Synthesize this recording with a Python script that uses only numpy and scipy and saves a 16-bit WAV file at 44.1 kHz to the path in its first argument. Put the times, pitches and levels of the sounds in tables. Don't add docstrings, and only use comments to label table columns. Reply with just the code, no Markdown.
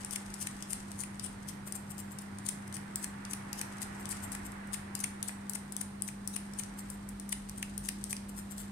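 import sys
import numpy as np
from scipy import signal
from scipy.fft import rfft, irfft, next_fast_len
from scipy.io import wavfile
from scipy.ndimage import uniform_filter1d

SR = 44100
rng = np.random.default_rng(int(sys.argv[2]) if len(sys.argv) > 2 else 0)


def pcm_store(signal):
    levels = np.round(np.clip(np.atleast_2d(signal), -1, 1) * 32767)
    wavfile.write(sys.argv[1], SR, levels.astype(np.int16).T)


N = 384463

# blades shut in seconds, bite earlier by
# seconds, bite spread in seconds, bite level in dB, blade clash level in dB, handle knock level in dB,
# knock tilt in dB per octave, steel ring in dB, lean to the left in dB.
SNIPS = [(.16, .027, .005, -33.5, -29, -36, 14, -1, 3),
         (0.4716, 0.051, 0.0068, -32.5, -31.5, -36, 3, 0, -3),
         (.7324, 0.019, 0.0077, -36, -27.5, -43.5, 5, -0.5, -1),
         (1.0371, .033, 0.0073, -33.5, -37, -41.5, 5, 5, 2),
         (1.264, .014, 0.0081, -34.5, -39, -58, -3, 2, 10),
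         (1.4952, 0.0043, .0045, -36.5, -41, -48.5, -9, -2, 2),
         (2.4892, 0.024, 0.0061, -35, -24.5, -42, 6, 4.5, 7),
         (2.768, .017, 0.0067, -37.5, -37, -44, 0, 3, 2), (3.044, 0.011, 0.0072, -39, -31, -40, 3, -2, -4),
         (3.3349, 0.022, 0.0061, -39, -29, -39.5, 8, 0.5, -3),
         (3.6147, 0.027, 0.0051, -37.5, -29.5, -37.5, 0, -3, -4),
         (3.8286, .0045, 0.0035, -32, -40, -45, -2, -6, -4),
         (4.127, .015, 0.0047, -31, -39, -41.5, -5, -2, 0),
         (4.3514, 0.022, 0.0043, -38.5, -34.5, -41.5, -2, 0, 3),
         (4.7442, 0.0049, 0.0043, -30.5, -35.5, -38.5, 12, -1, -3),
         (5.042, 0.035, 0.0028, -32, -25, -32, -2, 1.5, -3),
         (5.2932, .009, 0.0025, -29.5, -45, -39, -6, 0, 7),
         (5.557, 0.0044, 0.0026, -30.5, -39, -40.5, -5, 5, -1),
         (5.8148, 0.0036, 0.0041, -37.5, -30, -43.5, -6, 2.5, 3),
         (6.0877, 0.0049, .0037, -36, -41, -40, 1, -1, -3),
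         (6.3647, 0.023, 0.0039, -38, -28.5, -38.5, -4.5, 7.5, -1),
         (6.6, 0.0081, 0.0032, -28.5, -49, -43.5, -1, 5, 1),
         (7.3274, 0.0015, 0.002, -26, -27.5, -33, 4, 10, -7),
         (7.629, .044, 0.0055, -41, -33, -32, 4.5, -3, -8),
         (7.8887, 0.03, 0.0092, -41, -28, -34, -1, -3, -4),
         (8.1298, 0.022, 0.0043, -33.5, -31, -35, -0.5, -2, -5)]
# frequency in Hz, relative left and right level in dB.
CUT_COLOUR = [(1480, -23.5, -50), (2970, -16, -23), (3770, -15.5, -24), (5340, -11, -28), (6200, -7.5, -18),
              (6900, -10.5, -26), (7770, -2, -20), (8080, -11.5, -27), (8690, 3, -13), (10350, -10.5, -28),
              (11900, -14, -25), (14100, -23, -31), (15400, -22, -34), (16000, -51, -59)]
CLASH_LEAD_S = .001
CLASH_TILT_DB, CLASH_RING_DB = 1, 2


def amp(db):
    return 10 ** (np.asarray(db) / 20)


def evened(x):
    return x / np.sqrt(np.mean(x ** 2) + 1e-20)


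def read(points, hz):
    f, *columns = np.transpose(points)
    return np.squeeze([np.interp(np.log(hz + 1), np.log(f + 1), c) for c in columns])


def follow(curve):
    return np.interp(np.arange(N) / SR, *np.transpose(curve))


def add(mix, s, sound):
    part = mix[:, max(round(s * SR), 0):][:, :sound.shape[1]]
    part += sound[:, :part.shape[1]]


def below(x, edge_hz):
    return signal.sosfiltfilt(signal.butter(6, edge_hz, fs=SR, output="sos"), x)


def wander(slow_hz, fast_hz, count=20):
    t = np.linspace(0, N / SR, N // 128)
    rates = np.geomspace(slow_hz, fast_hz, count)
    drift = sum(np.sin(2 * np.pi * (f * t + rng.random())) / np.sqrt(f) for f in rates)
    return follow(np.c_[t, evened(drift)])


def diffuse(spectrum):
    # frequency in Hz, likeness from -1 to 1.
    likeness = [(100, 1), (180, .8), (300, .85), (450, 0), (650, -.4), (1000, .07), (1600, .1), (4000, 0)]
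    # frequency in Hz, left minus right in dB.
    balance = [(150, 0), (450, -2), (800, 0), (1700, -5), (3200, -2.5), (8000, -7.5)]
    size = next_fast_len(N, real=True)
    hz = np.fft.rfftfreq(size, 1 / SR)
    left, other = rfft(rng.standard_normal((2, size)))
    same = np.clip(read(likeness, hz), -1, 1)
    right = same * left + np.sqrt(1 - same ** 2) * other
    gain = amp(read(spectrum, hz) + np.outer([.5, -.5], read(balance, hz)))
    return evened(irfft(np.array([left, right]) * gain, size)[:, :N])


def background(wash_db=0.88, rumble_db=-2.5, upper_db=-0.6, lumps_db=0.53, rumble_hz=70, upper_hz=172):
    # frequency in Hz, relative density in dB.
    floor_spectrum = [(20, -19), (30, -20), (42, 4.5), (56, 5.5), (70, -15.5), (95, 5), (120, -3.5),
                      (145, 0.5), (175, -4), (300, -6.5), (490, -14), (850, -13.5), (3500, -36.5),
                      (7000, -39)]
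    # frequency in Hz, relative density in dB.
    hiss_spectrum = [(1500, -0.5), (4000, 4.5), (7000, -4), (9000, 6), (11000, -9), (15000, -11),
                     (16200, -49)]
    # frequency in Hz, relative density in dB.
    wash_spectrum = [(200, -0.5), (350, 0.5), (520, -7), (800, 3), (1100, 0.5), (1400, 0.5), (1950, 0),
                     (2400, -7), (3300, -16.5), (6000, -42)]
    # time in seconds, level before trim in dB.
    wash_level = [(0, -52.5), (1.0, -55), (1.9, -55.5), (3.9, -49), (4.6, -50), (6.2, -58.5), (6.72, -54),
                  (7.2, -58.8), (8.72, -58.5)]
    # time in seconds, level before trim in dB.
    rumble_level = [(0, -60), (1.6, -58), (2.5, -69), (4.55, -54.5), (5.15, -65), (6.6, -56), (7.8, -50),
                    (8.72, -54)]
    # time in seconds, level before trim in dB.
    upper_level = [(0, -55.5), (1.55, -51), (2.6, -51.5), (3.4, -53.5), (4.1, -51), (5.0, -54.5),
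                   (6.9, -55.5), (8.72, -54.5)]
    floor_db, hiss_db = -49.5, -62.5

    floor = diffuse(floor_spectrum + [(16000, -63)])
    deep, low = below(floor, rumble_hz), below(floor, upper_hz)
    rumble = amp(follow(rumble_level) + rumble_db + lumps_db * wander(1.5, 3.8)) * evened(deep)
    upper = amp(follow(upper_level) + upper_db + lumps_db * wander(2.6, 7)) * evened(low - deep)
    room = amp(floor_db) * (floor - low)
    wash = amp(follow(wash_level) + wash_db) * diffuse(wash_spectrum)
    hiss = amp(hiss_db) * diffuse(hiss_spectrum)
    return room + rumble + upper + wash + hiss


def hum(waver=0.075, flutter_db=0.47, start_db=-48, rise_db_per_s=0.31):
    # frequency in Hz, relative level in dB.
    partials = [(100, -19), (199.9, 7), (300, -22)]
    t = np.arange(N) / SR
    drift = waver * wander(0.267, 3.5)
    drone = sum(amp(db) * np.sin(2 * np.pi * hz * t + drift) for hz, db in partials)
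    level_db = start_db + rise_db_per_s * t + flutter_db * wander(0.98, 6.8)
    return amp(level_db) * evened(drone)


def shop(x, level_db=0, build_up=0.0008, size=256):
    # frequency in Hz, level in dB, 60 dB decay time in seconds.
    bands = [(500, -8.5, 0.53), (2000, -0.5, 0.39), (4200, -4, 0.33), (6600, -11.5, 0.4), (9200, -11, 0.33),
             (11900, -11, 0.35), (16100, -8, 0.15)]
    taps = rng.standard_normal((2, SR)) * (1 - np.exp(-(np.arange(SR) / SR / build_up) ** 2))
    hz, t, z = signal.stft(taps, SR, nperseg=size)
    db, t60 = read(bands, hz)[:, :, None]
    unit = np.sqrt(2 * np.log(1000) / (t60 * SR))
    decay = np.exp(-np.log(1000) * t / t60)
    tail = signal.istft(z * unit * amp(db + level_db) * decay, SR, nperseg=size)[1]
    return signal.fftconvolve(x[None], tail, axes=1)[:, :N]


def coloured(drive, colour, extra_db=lambda hz: 0, size=1024):
    hz = abs(np.fft.fftfreq(size, 1 / SR))
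    log_gain = np.log(amp(read(colour, hz) + extra_db(hz)))
    response = np.fft.ifft(np.exp(signal.hilbert(log_gain).conj())).real[:, :size // 2]
    sound = signal.fftconvolve(np.atleast_2d(drive), response, axes=1)
    return sound / np.linalg.norm(sound[0])


def steel(ring_db, tilt_db):
    centre_hz, width_hz = 9320, 370

    def extra_db(hz):
        ring = ring_db * np.exp(-.5 * ((hz - centre_hz) / width_hz) ** 2)
        return ring + tilt_db * np.log2(np.maximum(hz, 3000) / centre_hz)
    return extra_db


def leaning(sound, lean_db):
    return sound * amp([[0], [-lean_db]])


def comb(grains_per_s=1300, rub=0.58, level_db=2.0, clump_db=4.0, size=500):
    # time in seconds, level before trim in dB.
    comb_level = [(0, -56.5), (.85, -61), (1.7, -68.5), (3.2, -65.5), (4.2, -58), (4.6, -68.5), (6.1, -73),
                  (6.55, -63.5), (7.05, -71), (7.5, -63), (8.0, -61.5), (8.25, -71), (8.72, -61)]
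    flicks = rng.standard_normal(N) * (rng.random(N) < grains_per_s / SR)
    tufts = amp(clump_db * evened(uniform_filter1d(rng.standard_normal(N), size)))
    drive = tufts * (evened(flicks) + rub * rng.standard_normal((2, N)))
    rustle = coloured(drive, CUT_COLOUR, steel(-5, -2.4))[:, :N]
    return amp(follow(comb_level) + level_db) * evened(rustle)


def strokes(rows, colour, grains_per_s, grain_spread_db, rub, skirt, vary_db, level_db):
    out, knots_hz = np.zeros((2, N)), np.linspace(2000, 16000, 24)
    t = np.arange(-.04, .04, 1 / SR)
    for s, spread, db, lean_db, tilt_db, ring_db in rows:
        u = t / max(spread, 20 / SR)
        swell = np.exp(-(u / 2) ** 2) + skirt * np.exp(-abs(u) / 3)
        sizes = amp(grain_spread_db * np.minimum(rng.exponential(1, len(t)), 3))
        snaps = sizes * rng.choice([-1, 1], len(t)) * (rng.random(len(t)) < grains_per_s / SR)
        drive = swell * (evened(snaps) + rub * rng.standard_normal((2, len(t))))
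        shift_db = vary_db * rng.standard_normal(len(knots_hz))
        contact_db = steel(ring_db, tilt_db)
        sound = coloured(drive, colour, lambda hz: contact_db(hz) + np.interp(hz, knots_hz, shift_db))
        length_gain = np.linalg.norm(swell) / swell.max()
        add(out, s + t[0], amp(db + level_db) * length_gain * leaning(sound, lean_db))
    return out


def scrapes(tilt_db=-1.0, ring_db=4.0):
    # middle in seconds, spread in seconds, level before trim in dB,
    # lean to the left in dB.
    passes = [(1.677, 0.006, -39.5, 1), (1.758, 0.0042, -34, 1), (1.91, 0.0051, -39, -1),
              (1.997, 0.0043, -37.5, -1), (2.122, 0.0053, -45, 0), (2.219, 0.0048, -47, -3),
              (4.007, 0.0057, -46.5, -4), (4.24, 0.0063, -37.5, 3), (4.461, 0.0047, -40, 1),
              (4.674, 0.0016, -49, -1), (6.795, 0.0065, -41, -8), (6.922, 0.017, -52, -7),
              (8.295, 0.0034, -42, -5), (8.384, .009, -40, -4), (8.517, .0046, -39.5, -2),
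              (8.599, 0.012, -41.5, -6)]
    # frequency in Hz, relative left and right level in dB.
    scrape_colour = [(2000, -15.5, -35), (4000, -19.5, -28), (6000, -12, -17), (6870, -12, -31),
                     (7420, 4.5, -11), (8060, -9.5, -14), (8550, 5.5, -18), (9040, -4.5, -14),
                     (9940, -6, -18), (11400, -14, -25), (11840, 0.5, -11), (13000, -10.5, -21),
                     (15400, -15, -23), (16200, -49, -44)]
    rows = [(*row, tilt_db, ring_db) for row in passes]
    return strokes(rows, scrape_colour, grains_per_s=1800, grain_spread_db=4.0,
                   rub=0.45, skirt=.35, vary_db=2.0, level_db=-.5)


def contact(db, chatter, chatter_s, ring_db, tilt_db, chatter_stretch=2.4, size=500):
    # frequency in Hz, relative left and right level in dB.
    tick_colour = [(1200, -43, -48), (2830, -21, -27), (3900, -16, -36), (4260, -15, -20),
                   (5430, -6.5, -22), (6100, -5, -13), (6550, -9, -23), (7800, -1.5, -30), (9300, 5, -9),
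                   (10300, -3.5, -20), (11950, -9.5, -25), (13100, -11.5, -24), (15000, -18, -28),
                   (16000, -24, -64)]
    t, hold = np.arange(size) / SR, max(chatter_s, 1 / SR)
    decay = np.exp(-t / (hold * chatter_stretch))
    drive = chatter * np.sqrt(hold * SR) * rng.standard_normal((2, size)) * decay
    drive[:, 0] = 1
    return amp(db) * np.sqrt(SR * 0.0053) * coloured(drive, tick_colour, steel(ring_db, tilt_db))


def ticks(level_db=0.2, ring_db=-1.5, ring_vary_db=2, chatter=.052):
    # start in seconds, level before trim in dB,
    # chatter time before stretch in seconds, tilt in dB per octave, lean to the left in dB.
    partings = [(.048, -31.5, 0.00049, -1.5, 2), (0.1091, -33.5, 0.0011, -2.5, 4),
                (0.3405, -35.5, 0.0014, -2.5, -3), (0.6244, -35, 0.0012, -6, 2),
                (.9171, -39, 0.00047, -5, 0), (1.1963, -35, 0.00083, -7.5, 0), (1.7234, -31, 0.00076, 1, 9),
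                (1.9808, -40.5, .0014, -2, -3), (2.1865, -37, 0.0017, -2.5, 1),
                (2.3858, -40.5, 0.0011, -2, 3), (2.678, -45.5, .001, 2, -7), (2.726, -41, 0.0008, -5, -2),
                (2.9581, -26.5, .0007, 2.5, 1), (3.2511, -38.5, .0008, -8.5, -3),
                (3.5303, -32, 0.00053, -4.5, -1), (3.7837, -46.5, .0011, -7, -7),
                (4.056, -36, 0.0007, -7, -2), (4.0904, -35, 0.0018, 7, -2), (4.319, -34, 0.0012, 1, -5),
                (4.5197, -45, 0.00088, -3, 1), (4.952, -28.5, 0.0011, -1.5, 12),
                (4.992, -40, .0005, -2, 29), (5.2282, -28, 0.00075, -1.5, -5),
                (5.4962, -28.5, 0.00094, 5, 15), (5.5348, -35, .0007, -1, -2),
                (5.7223, -34.5, 0.0014, 0, 7), (5.766, -29, 0.00036, 0.5, 12),
                (6.0217, -25.5, 0.00049, .5, 1), (6.2755, -28, 0.00085, 3, 12),
                (6.5363, -43, .0008, -5, -4), (6.636, -39, 0.00042, -6, -6), (6.901, -35.5, 0.0017, 5, -6),
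                (7.089, -38.5, .0015, 6, -2), (7.1986, -37.5, .00085, -2, -1),
                (7.2918, -36.5, 0.0012, 4, 0), (7.4963, -39, .0004, 2, -14),
                (7.7786, -30.5, 0.00089, 1.5, -3), (8.0409, -30.5, 0.00018, -1.5, 4),
                (8.1668, -39, 0.00062, -10.5, -10), (8.5814, -40.5, .0009, -1, -9)]
    out = np.zeros((2, N))
    for s, db, chatter_s, tilt_db, lean_db in partings:
        tick_ring_db = ring_db + ring_vary_db * rng.standard_normal()
        sound = contact(db + level_db, chatter, chatter_s, tick_ring_db, tilt_db)
        add(out, s, leaning(sound, lean_db))
    return out


def handle_knocks(level_db=2.0, vary_db=2, rattle=0.093, rattle_s=0.0029, size=300):
    # frequency in Hz, relative left and right level in dB.
    knock_colour = [(300, -27, -46), (830, -1.5, -6.5), (1240, -12, -9.5), (1880, 4.5, -0.5),
                    (2420, 6.5, 2.5), (3180, -3, -9.5), (3480, -10, -22.5), (4200, -8.5, -23),
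                    (6960, -26.5, -28.5)]
    out, t = np.zeros((2, N)), np.arange(size) / SR
    knots_hz = np.linspace(600, 5000, 12)
    for stop, _, _, _, _, knock_db, tilt_db, _, _ in SNIPS:
        drive = rattle * rng.standard_normal((2, size)) * np.exp(-t / rattle_s)
        drive[:, 0] = 1
        shift_db = vary_db * rng.standard_normal(len(knots_hz))

        def extra_db(hz):
            return tilt_db * np.log2(np.clip(hz, 1000, 3500)) + np.interp(hz, knots_hz, shift_db)
        sound = coloured(drive, knock_colour, extra_db)
        add(out, stop, amp(knock_db + level_db) * np.sqrt(SR * 0.0026) * sound)
    return out


def clashes(chatter=0.11, chatter_s=.001, lean_shift_db=-5, level_db=-1.5):
    out = np.zeros((2, N))
    for stop, _, _, _, clash_db, _, _, ring_db, lean_db in SNIPS:
        sound = contact(clash_db + level_db, chatter, chatter_s, ring_db + CLASH_RING_DB, CLASH_TILT_DB)
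        add(out, stop - CLASH_LEAD_S, leaning(sound, lean_db + lean_shift_db))
    return out


def cuts(bite_tilt_db=2.5, shear_spread_s=0.0015, shear_db=-2):
    rows = []
    for stop, lead, spread, bite_db, clash_db, _, _, ring_db, lean_db in SNIPS:
        bite = (stop - lead, spread, bite_db, lean_db, bite_tilt_db, ring_db)
        shear = (stop - CLASH_LEAD_S, shear_spread_s, clash_db + shear_db, lean_db,
                 CLASH_TILT_DB, ring_db + CLASH_RING_DB)
        rows += [bite, shear]
    return strokes(rows, CUT_COLOUR, grains_per_s=1300, grain_spread_db=6.0,
                   rub=.5, skirt=0.29, vary_db=3.0, level_db=0.5)


def scene():
    blades = ticks() + cuts() + clashes() + scrapes() + comb()
    handles = handle_knocks()
    left, right = blades + handles
    right_lead = 27
    direct = np.array([left, np.roll(right, -right_lead)])
    echo = shop(blades[0] + amp(-10) * handles[0], level_db=0.0)
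    return direct + echo + hum() + background()


def record(dry):
    low_pass = signal.firwin(255, 16200, window=("kaiser", 9), fs=SR)
    return signal.oaconvolve(dry, low_pass[None], "same")


dry = scene()
out = record(dry)
pcm_store(out)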